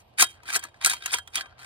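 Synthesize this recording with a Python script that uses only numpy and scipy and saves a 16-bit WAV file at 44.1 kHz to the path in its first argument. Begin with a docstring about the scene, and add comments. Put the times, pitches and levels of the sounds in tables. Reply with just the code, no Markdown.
"""Shells are pushed one by one into the steel action of a lever gun, outdoors, close to a two-port microphone.
Each push scrapes in rough grains and sets off clicks; both drive one shell-and-steel body as gritty force,
and the clicks also ring its modes as sines. Behind them: quiet open air (coloured noise),
a wavering low drone (narrow noise bands) and one faint falling squeak (a gliding sine)."""
import sys
import numpy as np
from scipy import signal
from scipy.fft import rfft, irfft, next_fast_len
from scipy.io import wavfile

SR = 44100
rng = np.random.default_rng(int(sys.argv[2]) if len(sys.argv) > 2 else 0)


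def digitize_waveform(pressure):
    """Quantize a signal to 16-bit integers and store it at the path in sys.argv[1].

    Rows of a 2-D input are taken as channels; values are limited to [-1, 1].
    """
    field = np.atleast_2d(pressure).T
    bounded = np.clip(field, -1, 1)
    quanta = np.round(bounded * 32767).astype(np.int16)
    wavfile.write(sys.argv[1], SR, quanta)


N = 72765

# modes of shell and action: f/Hz, level/dB, t60/s
MODES = [(340, -50.5, 0.4), (450, -47, .022), (718, -43.5, 0.062), (965, -30.5, 0.1), (1056, -32.5, 0.06),
         (1396, -30, 0.09), (1612, -23, 0.061), (1684, -28, 0.074), (2117, -30.5, 0.019),
         (2526, -23.5, 0.0301), (3177, -37, 0.21), (3400, -16, 0.036), (3786, -33, 0.14),
         (4252, -31.5, 0.04), (7130, -38.5, 0.015), (8400, -35.5, 0.079), (9280, -22.5, 0.011)]


def amp(db):
    """Amplitude factor of a level in dB."""
    return 10 ** (np.asarray(db, float) / 20)


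def evened(x):
    """Scale to RMS 1."""
    return x / np.sqrt(np.mean(x ** 2) + 1e-20)


def read(points, hz):
    """Interpolate a (f/Hz, value) table over log frequency."""
    f, value = np.transpose(points)
    return np.interp(np.log(hz + 1), np.log(f + 1), value)


def ports(a, b, likeness, phase, balance):
    """Two microphone ports: partly alike, with a phase and level offset by frequency."""
    size = next_fast_len(N + 512)
    hz = np.fft.rfftfreq(size, 1 / SR)
    spec_a, spec_b = rfft(a, size), rfft(b, size)
    same = np.clip(read(likeness, hz), 0, 1)
    f, lead_rad = np.transpose(phase)
    side = amp(read(balance, hz) / 2)
    left = spec_a * side * np.exp(1j * np.interp(hz, f, lead_rad))
    right = (same * spec_a + np.sqrt(1 - same ** 2) * spec_b) / side
    return irfft(np.array([left, right]), size)[:, :N]


def air():
    """Steady outdoor hush: coloured noise, its likeness between the ports set by frequency."""
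    # spectrum: f/Hz, density/dB per Hz
    spectrum = [(15, -33), (25, -17), (103, -1.5), (410, -3), (706, 5), (1150, -3.5), (1550, -23),
                (1830, -15), (2980, -9), (3910, -15.5), (6730, -36.5), (12600, -34.5), (16500, -61)]
    # phase: f/Hz, left lead/rad
    phase = [(0, 0.5), (1380, 0.5), (4820, -6), (7410, -9.5), (11000, -20.5), (16500, -25)]
    # balance: f/Hz, left minus right/dB
    balance = [(60, -10.5), (180, -5.5), (550, 2), (1650, -8), (4970, 6.5), (15000, 3.5)]
    # likeness of ports: f/Hz, correlation/1 (held to 0-1)
    likeness = [(60, 1), (240, 0.93), (950, -0.33), (3770, -0.27), (15000, 0.19)]
    level_db = -61
    colour = amp(read(spectrum, np.fft.rfftfreq(N, 1 / SR)))
    a, b = irfft(rfft(rng.standard_normal((2, N))) * colour, N)
    return amp(level_db) * evened(ports(a, b, likeness, phase, balance))


def drone():
    """Low hum that wavers, as narrow bands of noise do."""
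    # hum bands: centre f/Hz, 1/e half-width/Hz, level/dB (mean of ports)
    hum_bands = [(69.4, 21, -69.5), (83.8, 24, -66), (122.1, 10, -68)]
    balance_db = -4.5  # left minus right
    hz = np.fft.rfftfreq(N, 1 / SR)
    hum = np.zeros(N)
    for f, width_hz, db in hum_bands:
        bell = np.exp(-((hz - f) / width_hz) ** 2)
        hum += amp(db) * evened(irfft(rfft(rng.standard_normal(N)) * bell, N))
    return hum * amp([[balance_db / 2], [-balance_db / 2]])


def squeak():
    """A faint thin tone that falls: one sine of gliding frequency."""
    # glide: t/s, f/Hz, RMS level/dB
    glide = [(0.0, 14018, -85), (0.048, 12829, -84), (0.09, 13160, -82), (0.12, 12000, -96)]
    t = np.arange(N) / SR
    s, hz, db = np.transpose(glide)
    level = np.sqrt(2) * amp(np.interp(t, s, db, right=-200))
    phase_rad = 2 * np.pi * np.cumsum(np.interp(t, s, hz)) / SR
    return level * np.sin(phase_rad)


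def body():
    """Impulse answer of shell and action: broad colour, short hiss and modes, in three bands of energy 1."""
    # broad colour: f/Hz, level/dB
    colour = [(150, -22.5), (500, 9), (900, 10), (1600, 13.5), (2200, 16), (3300, 11.5), (4500, 14),
              (5400, 9), (7000, 8), (8500, 10.5), (10000, 0.5), (11500, 2.5), (15800, -9.5), (16500, -40.5)]
    # band edges, low to high: lower f/Hz, upper f/Hz
    band_hz = [(250, 1780), (1950, 5500), (5500, 17000)]
    rattle_db, rattle_t60_s = -15.5, 0.031
    grip_shift, grip_db = 1.21, 8  # random spread of the modes: frequency (in 1/t60), level
    size = 16384
    hz = np.abs(np.fft.fftfreq(size, 1 / SR))
    log_gain = np.log(amp(read(colour, hz)))
    taps = np.fft.ifft(np.exp(np.conj(signal.hilbert(log_gain)))).real  # minimum phase: causal
    t = np.arange(size) / SR
    hiss = amp(rattle_db - 60 * t / rattle_t60_s) * rng.standard_normal(size)
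    taps = taps + signal.fftconvolve(taps, hiss)[:size]
    for f, db, t60 in MODES:
        level_draw, shift_draw = rng.standard_normal(2)
        decay = amp(db + grip_db * level_draw - 60 * t / t60)
        taps = taps + decay * np.sin(2 * np.pi * (f + grip_shift * shift_draw / t60) * t)
    answers = []
    for edges in band_hz:
        sos = signal.butter(N=3, Wn=edges, btype="band", fs=SR, output="sos")
        band = signal.sosfilt(sos, taps)
        answers.append(band / np.linalg.norm(band))
    return answers


def scrape():
    """Force of the rubbing per band, broken into uneven grains over a smooth share."""
    # scrape of each push: t/s, low/dB, middle/dB, high/dB
    pushes = [
        [(0.165, -71, -76, -83), (0.178, -49, -38.5, -41.5), (0.19, -37, -27, -26.5), (0.205, -36, -21.5, -19),
         (0.22, -29, -17, -14), (0.227, -22.5, -19.5, -18.5), (0.232, -38.5, -34, -43),
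         (0.241, -29.5, -21, -21), (0.252, -46.5, -43, -43.5), (0.275, -65.5, -52.5, -56),
         (0.31, -65.5, -54.5, -54.5), (0.41, -62, -73.5, -88)],
        [(0.42, -68, -63.5, -80), (0.452, -57, -59.5, -65), (0.458, -50, -43, -50), (0.49, -48, -36, -43.5),
         (0.52, -46, -39, -45.5), (0.535, -40.5, -35.5, -32), (0.55, -40, -25.5, -32), (0.565, -34, -32, -22.5),
         (0.58, -47, -45, -54), (0.605, -60, -57.5, -69), (0.625, -54, -45, -54), (0.65, -44, -47.5, -49.5),
         (0.675, -60, -58, -67), (0.71, -72, -72.5, -76)],
        [(0.805, -63.5, -63, -73.5), (0.816, -36.5, -40.5, -49.5), (0.835, -56.5, -37, -42.5),
         (0.843, -39, -31.5, -35.5), (0.855, -40, -30.5, -38), (0.868, -35.5, -35.5, -24),
         (0.885, -40, -24, -30.5), (0.91, -41, -30, -31), (0.94, -42, -38, -39.5), (0.96, -53, -43.5, -51),
         (1.0, -76, -62, -65)],
        [(1.01, -57, -50.5, -61), (1.04, -56.5, -43.5, -51), (1.053, -45, -41, -45), (1.07, -45.5, -45, -51),
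         (1.11, -58, -36.5, -47), (1.125, -39, -44.5, -31.5), (1.14, -45, -22.5, -35.5),
         (1.15, -38.5, -34.5, -53), (1.175, -51.5, -42, -43), (1.195, -47.5, -48, -51.5),
         (1.215, -72, -75, -68.5), (1.25, -74, -74, -75)],
        [(1.31, -67, -101, -68), (1.325, -66, -53.5, -61), (1.345, -51, -43, -48), (1.36, -51, -27.5, -33),
         (1.39, -41, -38.5, -45), (1.42, -49, -42.5, -47), (1.435, -47, -61, -68.5), (1.46, -55, -66, -67.5),
         (1.5, -64.5, -67, -81)],
        [(1.56, -65.5, -74, -103), (1.59, -55.5, -52.5, -59), (1.62, -53, -50.5, -57), (1.65, -51.5, -47, -51)],
    ]
    # a faint high ring fading as the scene opens, driven through the scrape force: t/s, low/dB, middle/dB,
    # high/dB
    opening = [(0, -60.5, -58.5, -56.5), (.04, -95, -74, -87)]
    grains_per_s, grain_spread_db, grain_s, smooth_share = 380, 4, .0012, .36
    t = np.arange(N) / SR
    s, *bands_db = np.concatenate([opening, *pushes]).T
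    level = np.array([amp(np.interp(t, s, db)) for db in bands_db])
    sizes = amp(grain_spread_db * np.minimum(rng.exponential(1, N), 4))
    hits = sizes * (rng.random(N) < grains_per_s / SR)
    grains = evened(signal.lfilter([1], [1, -np.exp(-1 / (grain_s * SR))], hits))
    return level * evened(smooth_share + (1 - smooth_share) * grains)


def clicks():
    """Each click: a force burst per band, plus a ping of its favoured modes over a faint free ring of all."""
    # clicks: t/s, level/dB, low knock re level/dB, middle clack re level/dB,
    # high tick re level/dB, favoured ring f/Hz
    hits = [(0.188, -14, -25.5, -8.5, -10, 1670), (0.195, -5.5, -15.5, -2, -5.5, 1490),
            (0.202, -7, -20, -11, -6.5, 1573), (0.217, -5.5, -14, -15, -31.5, 3363),
            (0.218, -10, -10.5, -25, -16, 750), (0.2246, -4, -12, -7, 3, 1063),
            (0.237, -26, -12, -2, -6.5, 1055), (0.432, -38.5, -3, -2.5, -4, 958),
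            (0.487, -19, -12, -11.5, -7.5, 1640), (0.501, -14, -25, -7.5, -7.5, 1620),
            (0.553, -8.5, -16.5, -12, -2, 4240), (0.559, -7.5, -18, -4.5, -3, 1600),
            (0.562, -17.5, -20, -21, -11, 440), (0.592, -26.5, -16, -6, 1.5, 3160),
            (0.637, -19.5, -15.5, -8.5, -2, 1660), (0.742, -37.5, -6.5, -7, -23, 1640),
            (0.812, -25, -15.5, -1.5, -8.5, 3360), (0.83, -26.5, -2.5, -21, -23, 3260),
            (0.846, -3.5, -42, -2.5, -1, 4200), (0.859, 1, -33.5, -6.5, -4.5, 1320),
            (0.872, -10.5, -18, -10, -3, 1600), (0.897, -9, -26, -13, 0, 3660),
            (0.923, -14.5, -30, -5.5, -10, 4300), (0.933, -14, -18, -3, -6, 930),
            (1.058, -16.5, -27, -2.5, -5.5, 1600), (1.059, -14.5, -13, -5.5, 0, 2520),
            (1.122, -17.5, -13, -22, -11, 3950), (1.132, -13, -15, -6, -1.5, 1710),
            (1.142, -13, -15.5, -10, 1.5, 950), (1.145, -14, -17, -16, -27, 440),
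            (1.152, -22, -30, -28, -6, 1400), (1.184, -17.5, -19, -3.5, -6.5, 1700),
            (1.274, -26, -14, -6.5, -9, 3410), (1.355, -6.5, -24, -39, -4, 3980),
            (1.368, -11, -21, -28, -30, 3240), (1.38, -12, -20, -24, -27, 3400),
            (1.408, -17.5, -31.5, -3.5, -11.5, 1670), (1.457, -36, -3.5, -1.5, -45.5, 1700)]
    # force decay time constant, low to high band: tau/s
    fall_s = [.0025, .0018, .0018]
    rise_s = 0.0018
    # modes near the favoured f, reach in ln(f), ring out faster by the damping of the hand
    ping_db, ping_reach, ping_damp = -11.5, 0.049, 1.75
    free_db = -10.5
    t = np.arange(9000) / SR
    force, pings = np.zeros((3, N + len(t))), np.zeros(N + len(t))
    rise = np.minimum(t / rise_s, 1)
    for s, level_db, *rel_db, favoured_hz in hits:
        start = round(s * SR)
        at = slice(start, start + len(t))
        for k, fall in enumerate(fall_s):
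            force[k, at] += amp(level_db + rel_db[k]) * rise * np.exp(-t / fall)
        for f, db, t60 in MODES:
            near = np.exp(-(np.log(f / favoured_hz) / ping_reach) ** 2)
            ping = near * amp(ping_db - 60 * ping_damp * t / min(t60, .08))
            free = amp(free_db + db - 60 * t / t60)
            pings[at] += rise * amp(level_db) * (ping + free) * np.sin(2 * np.pi * f * t)
    return force[:, :N], pings[:N]


def gun():
    """Scrape and clicks drive the body as gritty force; three grips on it take turns, shifting its modes."""
    # phase: f/Hz, left lead/rad
    phase = [(0, 0), (1380, -0.4), (1890, -2.8), (2580, -3.2), (3100, -5.2), (5000, -9.1), (7410, -9.6),
             (8960, -12.3), (10200, -13.1), (11000, -15.5), (12100, -16.4), (13200, -16.1), (14900, -19.0),
             (16500, -18.3)]
    # balance: f/Hz, left minus right/dB
    balance = [(60, -2.5), (130, -10), (290, 1), (640, 6.5), (1410, 5), (3100, -2), (6820, 1.5), (15000, 0)]
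    likeness, grip_s = 0.72, .035
    blows, pings = clicks()
    force = np.hypot(scrape(), blows)
    grit = rng.standard_normal((2, N))
    out = np.array([pings, pings])
    turn = np.arange(N) / (SR * grip_s)
    for k in range(3):
        window = np.sqrt(8 / 9) * np.cos(np.pi * (turn + k) / 3) ** 2  # the three powers sum to 1
        for band_force, answer in zip(force, body()):
            drive = band_force * window * grit
            out = out + signal.oaconvolve(drive, answer[None], axes=1)[:, :N]
    return ports(*out, [(0, likeness), (SR, likeness)], phase, balance)


def scene():
    """Sum of all sources at the two ports."""
    return air() + drone() + squeak() + gun()


def record(dry):
    """Band limit of the recorder: linear-phase low-pass."""
    edge_hz = 16400
    taps = signal.firwin(511, edge_hz, window=("kaiser", 9), fs=SR)
    return signal.oaconvolve(dry, taps[None], "same")


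dry = scene()
out = record(dry)
digitize_waveform(out)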